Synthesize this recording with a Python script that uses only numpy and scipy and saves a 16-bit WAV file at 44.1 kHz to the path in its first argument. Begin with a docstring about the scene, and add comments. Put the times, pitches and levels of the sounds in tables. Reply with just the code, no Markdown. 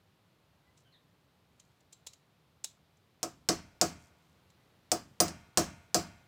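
"""Hammering a pin into a folding knife

A metal pin is fiddled into the knife's collar with small clicks and scrapes, then hammered home on a
vise. Each impact excites the modes of all it reaches: the clamped steel cracks and chatters, the wooden
bench knocks and the vise rings on faintly. The small, quiet workshop adds a low rumble and faint chirps."""
import sys
import numpy as np
from scipy import signal
from scipy.fft import rfft, irfft, next_fast_len
from scipy.io import wavfile
from scipy.ndimage import uniform_filter1d, map_coordinates

SR = 44100
rng = np.random.default_rng(int(sys.argv[2]) if len(sys.argv) > 2 else 0)


def file_out(sig):
    """Save sig as 16-bit WAV at sys.argv[1]."""
    # one column per channel
    cols = np.atleast_2d(sig).T
    # limit, then scale
    lim = np.clip(cols, -1, 1)
    pcm = np.round(lim * 32767).astype(np.int16)
    wavfile.write(sys.argv[1], SR, pcm)


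N = 276507
T = np.arange(int(.8 * SR)) / SR  # time axis of one event
HZ = np.fft.rfftfreq(len(T), 1 / SR)


def amp(db):
    """Amplitude grows tenfold every 20 dB."""
    return 10 ** (np.asarray(db) / 20)

def unit(x):
    """Normalisation to rms 1."""
    return x / np.sqrt(np.mean(x ** 2) + 1e-20)

def along(points, hz):
    """Interpolation of (Hz, value) points on a logarithmic frequency axis."""
    freqs, values = np.transpose(points)
    return np.interp(np.log(hz + 1), np.log(freqs + 1), values)

def tilt(db_per_octave):
    """Spectral slope in dB, pivoting near 6 kHz."""
    return db_per_octave * np.log2((HZ + 100) / 6000)

def ripple(width_hz):
    """Modal overlap: crowded modes leave random peaks and dips in a spectrum."""
    knots = HZ / width_hz
    return map_coordinates(rng.standard_normal(int(knots[-1]) + 4), [knots])

def fade(t60, t=T):
    """Exponential damping: 60 dB in t60 seconds."""
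    return np.exp(-np.log(1000) * t / t60)

def swell(rise_s):
    """First-order onset with the given time constant."""
    return 1 - np.exp(-T / rise_s)

def noise(colour_db):
    """Random phases turn a spectrum into noise of rms 1."""
    return unit(irfft(amp(colour_db) * np.exp(2j * np.pi * rng.random(len(colour_db)))))

def pulse(colour_db):
    """Minimum phase turns a spectrum into its shortest causal click, of peak 1."""
    cepstrum = irfft(np.log(amp(colour_db)))
    click = irfft(np.exp(rfft(2 * cepstrum * (T < T[-1] / 2))))
    return click / np.abs(click).max()

def ring(modes):
    """Modal superposition: damped sines of alternating sign and slightly random strength."""
    hz, db, t60 = np.transpose(modes)[:, :, None]
    polarity = (-1) ** np.arange(len(hz))[:, None]
    gain = amp(db + rng.standard_normal(hz.shape)) * polarity
    return np.sum(gain * np.sin(2 * np.pi * hz * T) * fade(t60), axis=0)

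def add(track, start_s, sound):
    """Linear superposition of a sound on a track."""
    part = track[round(start_s * SR):][:len(sound)]
    part += sound[:len(part)]

# Reverberation of the workshop. Each row: frequency in Hz, T60 in seconds.
ROOM_DECAY = [(100, 0.72), (300, 0.17), (700, 0.2), (2000, 0.32), (5500, 0.23), (9000, 0.21), (14000, 0.22)]
def room_decay(x):
    """Absorption depends on frequency, so each band dies away at its own rate."""
    hz, t, bands = signal.stft(x, SR, nperseg=256)
    damped = bands * fade(along(ROOM_DECAY, hz)[:, None], t)
    return signal.istft(damped, SR, nperseg=256)[1][:len(T)]

# Spectrum of the background. Each row: frequency in Hz, relative level in dB.
AIR_SPECTRUM = [(25, -21.5), (45, -17), (75, -3), (165, -1.5), (220, -10), (450, -13), (1200, -17),
                (1700, -21), (4000, -23), (6000, -31), (9000, -35), (15000, -34.5), (16000, -45)]
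# Slow rise of the background. Each row: time in seconds, level in dB.
AIR_LEVEL = [(0, -69), (3.001, -69), (4.403, -66.5), (6.27, -66)]
def room_tone():
    """Broadband ambient noise: a low rumble and a thin hiss."""
    hz = np.fft.rfftfreq(2 * next_fast_len(N // 2 + 1), 1 / SR)
    level_db = np.interp(np.arange(N) / SR, *np.transpose(AIR_LEVEL))
    return amp(level_db) * noise(along(AIR_SPECTRUM, hz))[:N]

# Faint chirps. Each row: start and length in seconds, first and last pitch in Hz, level in dB.
CHIRP_GLIDES = [(0.638, 0.1, 1940, 2070, -75), (0.842, 0.073, 3180, 2920, -70),
                (0.916, 0.065, 4340, 3400, -63.5), (4.56, 0.11, 1950, 2050, -80)]
def chirps(rasp=.02, rasp_per_octave=0.097, subharmonic_db=-8.5):
    """Random frequency modulation roughens each glide, wide ones most; reverberation blurs them."""
    track = np.zeros(N)
    for start_s, length_s, first_hz, last_hz, db in CHIRP_GLIDES:
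        n = int(length_s * SR)
        depth = rasp + rasp_per_octave * abs(np.log2(last_hz / first_hz))
        waver = depth * unit(uniform_filter1d(rng.standard_normal(len(T)), size=60))[:n]
        pitch = np.linspace(first_hz, last_hz, n) * (1 + waver)
        phase = 2 * np.pi * np.cumsum(pitch) / SR
        tone = np.sin(phase) + amp(subharmonic_db) * np.sin(phase / 2)
        add(track, start_s, amp(db) * tone * np.sin(np.linspace(0, np.pi, n)))
    tail = room_decay(rng.standard_normal(len(T)))
    return track + .5 * signal.fftconvolve(track, tail / np.linalg.norm(tail))[:N]

# Spectrum of steel, scraped or struck. Each row: frequency in Hz, relative level in dB.
STEEL_SPECTRUM = [(300, -22), (1500, -12.5), (2300, -15), (3700, -12), (4600, -3.5), (6200, 0),
                  (7900, -1.5), (9000, -5), (10300, -13), (12800, -14), (14800, -16.5), (15300, -12.5),
                  (16200, -30)]
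# Light drags of steel on steel. Each row: start in seconds, length in seconds, level in dB.
SLIDE_STROKES = [(0.754, 0.083, -74.5), (1.44, 0.4, -86), (3.979, 0.13, -68.5), (4.099, 0.35, -83)]
def slides(catches_per_s=500):
    """Sliding friction: the surfaces catch in tiny random impulses that excite the steel."""
    track = np.zeros(N)
    for start_s, length_s, db in SLIDE_STROKES:
        n = min(int(length_s * SR), len(T))
        catches = rng.standard_normal(len(T)) * (rng.random(len(T)) < catches_per_s / SR)
        colour = along(STEEL_SPECTRUM, HZ) + 2 * ripple(width_hz=130)
        scrape = unit(irfft(rfft(catches) * amp(colour)))
        add(track, start_s, amp(db) * scrape[:n] * np.sin(np.linspace(0, np.pi, n)))
    return track

# Spectrum of knocked wood. Each row: frequency in Hz, relative level in dB.
WOOD_SPECTRUM = [(30, -32), (70, -9), (170, -6.5), (330, 5), (720, -1), (880, -5), (1300, -7.5),
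                 (1900, -21.5), (3000, -20), (6000, -33.5)]
def wood_noise(shading_db=0):
    """The broad, overlapping resonances of wood merge into dull noise."""
    return noise(along(WOOD_SPECTRUM, HZ) + shading_db)

# Spectrum of the pin's click. Each row: frequency in Hz, relative level in dB.
PIN_SPECTRUM = [(100, -38), (400, -26), (1700, -22), (2500, -13), (3800, -6), (4800, -7), (6000, -4),
                (7300, 3), (8500, -8), (11000, -16), (15500, -21)]
# Light contacts of pin, knife and hammer. Each row: time in seconds, strength in dB.
LIGHT_CONTACTS = [(0.775, -54), (1.5986, -45.5), (1.8057, -58), (1.928, -39.5), (2.0686, -29.5),
                  (2.1339, -43.5), (2.6432, -22.5), (2.9698, -62), (4.5024, -57)]
def touches(graze_s=0.0034, blade_hz=3970, blade_half_width_hz=210):
    """Light impacts, damped by the fingers: the harder the contact, the brighter its click."""
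    track = np.zeros(N)
    blade_resonance = -20 * np.log10(1 + ((HZ - blade_hz) / blade_half_width_hz) ** 2)
    for start_s, db in LIGHT_CONTACTS:
        colour = along(PIN_SPECTRUM, HZ) + tilt(0.08 * (db + 13)) + 2.5 * ripple(width_hz=130)
        for early_s, contact_db in [(graze_s, -19.5), (0, -7.5)]:  # the parts graze, then meet
            click = amp(1.5) * noise(colour) * fade(0.035) * swell(0.00038)
            reverberation = amp(-19) * room_decay(noise(colour))
            add(track, start_s - early_s, amp(db + contact_db) * (click + reverberation))
        handle = amp(-31) * wood_noise(tilt(3)) * fade(0.056)
        free_blade = amp(-28) * noise(blade_resonance) * fade(0.16)
        add(track, start_s, amp(db) * (handle + free_blade))
    return track

# Clear modes of the vise. Each row: frequency in Hz, relative level in dB, T60 in seconds.
VISE_MODES = [(701, 2, .9), (910, -1, 1.1), (1140, -4, .8), (1290, -3, .8), (1437, 1, 1.1), (1550, -3, 1),
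              (1820, -8, 1), (2089, -3, 1), (2159, -4, 1), (2309, -4, 1), (2503, -3, 1), (2654, -7, 1),
              (3165, -6, .9), (3273, -8, .9), (4016, -9, .9), (5496, -11, .8), (6056, -12, .8)]
# Envelope of its crowd of other modes. Each row: frequency in Hz, relative level in dB.
VISE_SPECTRUM = [(600, 2.5), (1400, -1), (2400, 4.5), (3500, -9), (6000, -8.5)]
def vise_ring(count=70, crowd_t60_s=.6):
    """Free vibration of cast iron: a few clear modes outlast a crowd of others."""
    hz = np.geomspace(600, 6000, count) * (1 + .015 * rng.standard_normal(count))
    db = along(VISE_SPECTRUM, hz) + 3 * rng.standard_normal(count)
    crowd = np.transpose([hz, db, np.full(count, crowd_t60_s)])
    return (amp(-29) * ring(VISE_MODES) + amp(-31.5) * ring(crowd)) * swell(.004)

# Modes of the bench top. Each row: frequency in Hz, relative level in dB, free T60 in seconds.
TOP_MODES = [(322, -5, .16), (335, -.5, .17), (402, -7, .16), (470, -14, .14), (505, -13, .14),
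             (628, -2, .14), (702, 2, .2), (745, 1, .15), (1112, -5, .21), (1225, -7, .18), (1283, -6, .18)]
# Low modes of the bench frame. Each row: frequency in Hz, relative level in dB, T60 in seconds.
FRAME_MODES = [(79.2, -17, 0.65), (91, -11, 0.48), (129, -7, 0.14), (142, -14.5, 0.24), (164.5, -3, .33),
               (186.8, -2.5, 0.31), (236.5, -7.5, .24), (293.6, -5, 0.18)]
def bench(knock_db, thump_db, centre_hz, boards, grip_t60_s=0.52):
    """Structure-borne sound: a blow passes through the vise, so the top knocks and the frame thumps."""
    favoured = [(hz, db - 6 * abs(np.log2(hz / centre_hz)), t60) for hz, db, t60 in TOP_MODES]
    top = amp(4) * ring(favoured) * swell(0.0064) * fade(grip_t60_s)  # the holding hand adds damping
    loose_parts = wood_noise(4 * ripple(width_hz=45))
    clatter = amp(-2.5) * unit(boards + 0.6 * loose_parts)
    frame = ring(FRAME_MODES) * swell(0.019)
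    knock = top + room_decay(clatter) * swell(0.0015)
    build_up = np.interp(T, [.005, .008], [.6, 1])  # first reflections return through the bench
    return amp(knock_db) * knock * build_up + amp(thump_db) * frame

# Modes of the clamped knife. Each row: frequency in Hz, relative level in dB, T60 in seconds.
KNIFE_MODES = [(4686, 1, .13), (4916, -3, .13), (5259, -4, .16), (5336, -2, .18), (5563, -2, .15),
               (5905, 0, .14), (6210, -2, .14), (7190, -3, .12), (7850, -4, .12)]
def steel_clash(chatter_db, pin_hz, slope, pin_half_width_hz=300):
    """Impulsive excitation: the pin cracks, the knife rings briefly and chatter fills the room."""
    colour = along(STEEL_SPECTRUM, HZ) + tilt(slope)
    pin_resonance = 4 / (1 + ((HZ - pin_hz) / pin_half_width_hz) ** 2)
    resonant = colour + pin_resonance + 3 * ripple(width_hz=70)
    crack = amp(17.5) * pulse(colour) + amp(3.5) * noise(colour) * fade(.007) * swell(.0002)
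    clash = amp(3) * noise(resonant) * fade(0.06) * swell(0.0005)
    knife = amp(chatter_db - 10) * ring(KNIFE_MODES) * swell(.002)
    chatter = amp(chatter_db - 2.5) * room_decay(noise(resonant)) * swell(0.0055)
    far_walls = amp(chatter_db - 26) * noise(resonant) * fade(0.6) * swell(.02)
    return crack + clash + knife + chatter + far_walls

# Modes of the hammer head. Each row: frequency in Hz, relative level in dB, T60 in seconds.
HEAD_MODES = [(9345, 0, .075), (11320, -17, .1), (13245, -16, .085), (15195, -8.5, .11)]
def hammer_ping():
    """A stiff, compact body has high natural frequencies: the head pings on a square hit."""
    return ring(HEAD_MODES) * swell(0.0022)

# Hammer blows, the faint one a rebound. Each row: start in seconds, strength in dB, firmness of the knife
# on the jaw from 0 to 1, ping in dB relative to strength, pin resonance in Hz, slope in dB per octave.
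HAMMER_BLOWS = [(3.2302, -29.5, 0, -30, 7170, -2.1), (3.4887, -23, .8, -33, 5280, -4),
                (3.8135, -22.5, .85, -23, 4920, -2), (4.9169, -24, .3, -4.5, 4560, -2),
                (5.2025, -22, 1, 3, 5300, -2.5), (5.2815, -40.5, .3, -25, 5200, -3.5),
                (5.574, -21, .95, -6, 5900, -3), (5.945, -23, 1, -8, 4750, -2)]
def hammer_blows():
    """Mechanical coupling: the firmer the knife lies, the more of a blow reaches vise and bench."""
    track = np.zeros(N)
    boards, vise = wood_noise(), vise_ring()  # both answer alike at every blow
    for start_s, db, firmness, ping_db, pin_hz, slope in HAMMER_BLOWS:
        chatter_db = np.interp(firmness, [0, 1], [-10.5, -4])
        knock_db = db + np.interp(firmness, [0, 1], [-5, -2.5])
        thump_db = db + np.interp(firmness, [0, 1], [-29, -8])
        knock_hz = 740 * 2 ** (0.3 * slope)  # a duller contact favours lower bench modes
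        add(track, start_s, amp(db) * steel_clash(chatter_db, pin_hz, slope))
        add(track, start_s, amp(db + ping_db) * hammer_ping())
        add(track, start_s, bench(knock_db, thump_db, knock_hz, boards) + amp(thump_db) * vise)
    return track

def scene():
    """Sound pressures add at one close microphone."""
    return (hammer_blows() + touches() + slides() + chirps() + room_tone())[None]

def record(dry, low_hz=40, top_hz=16300):
    """Band limiting: the small microphone loses the lowest bass, and a steep low-pass cuts the top."""
    thin = signal.sosfilt(signal.butter(2, low_hz, "high", fs=SR, output="sos"), dry)
    return signal.sosfilt(signal.ellip(10, .1, 90, top_hz, fs=SR, output="sos"), thin)

dry = scene()
out = record(dry)
file_out(out)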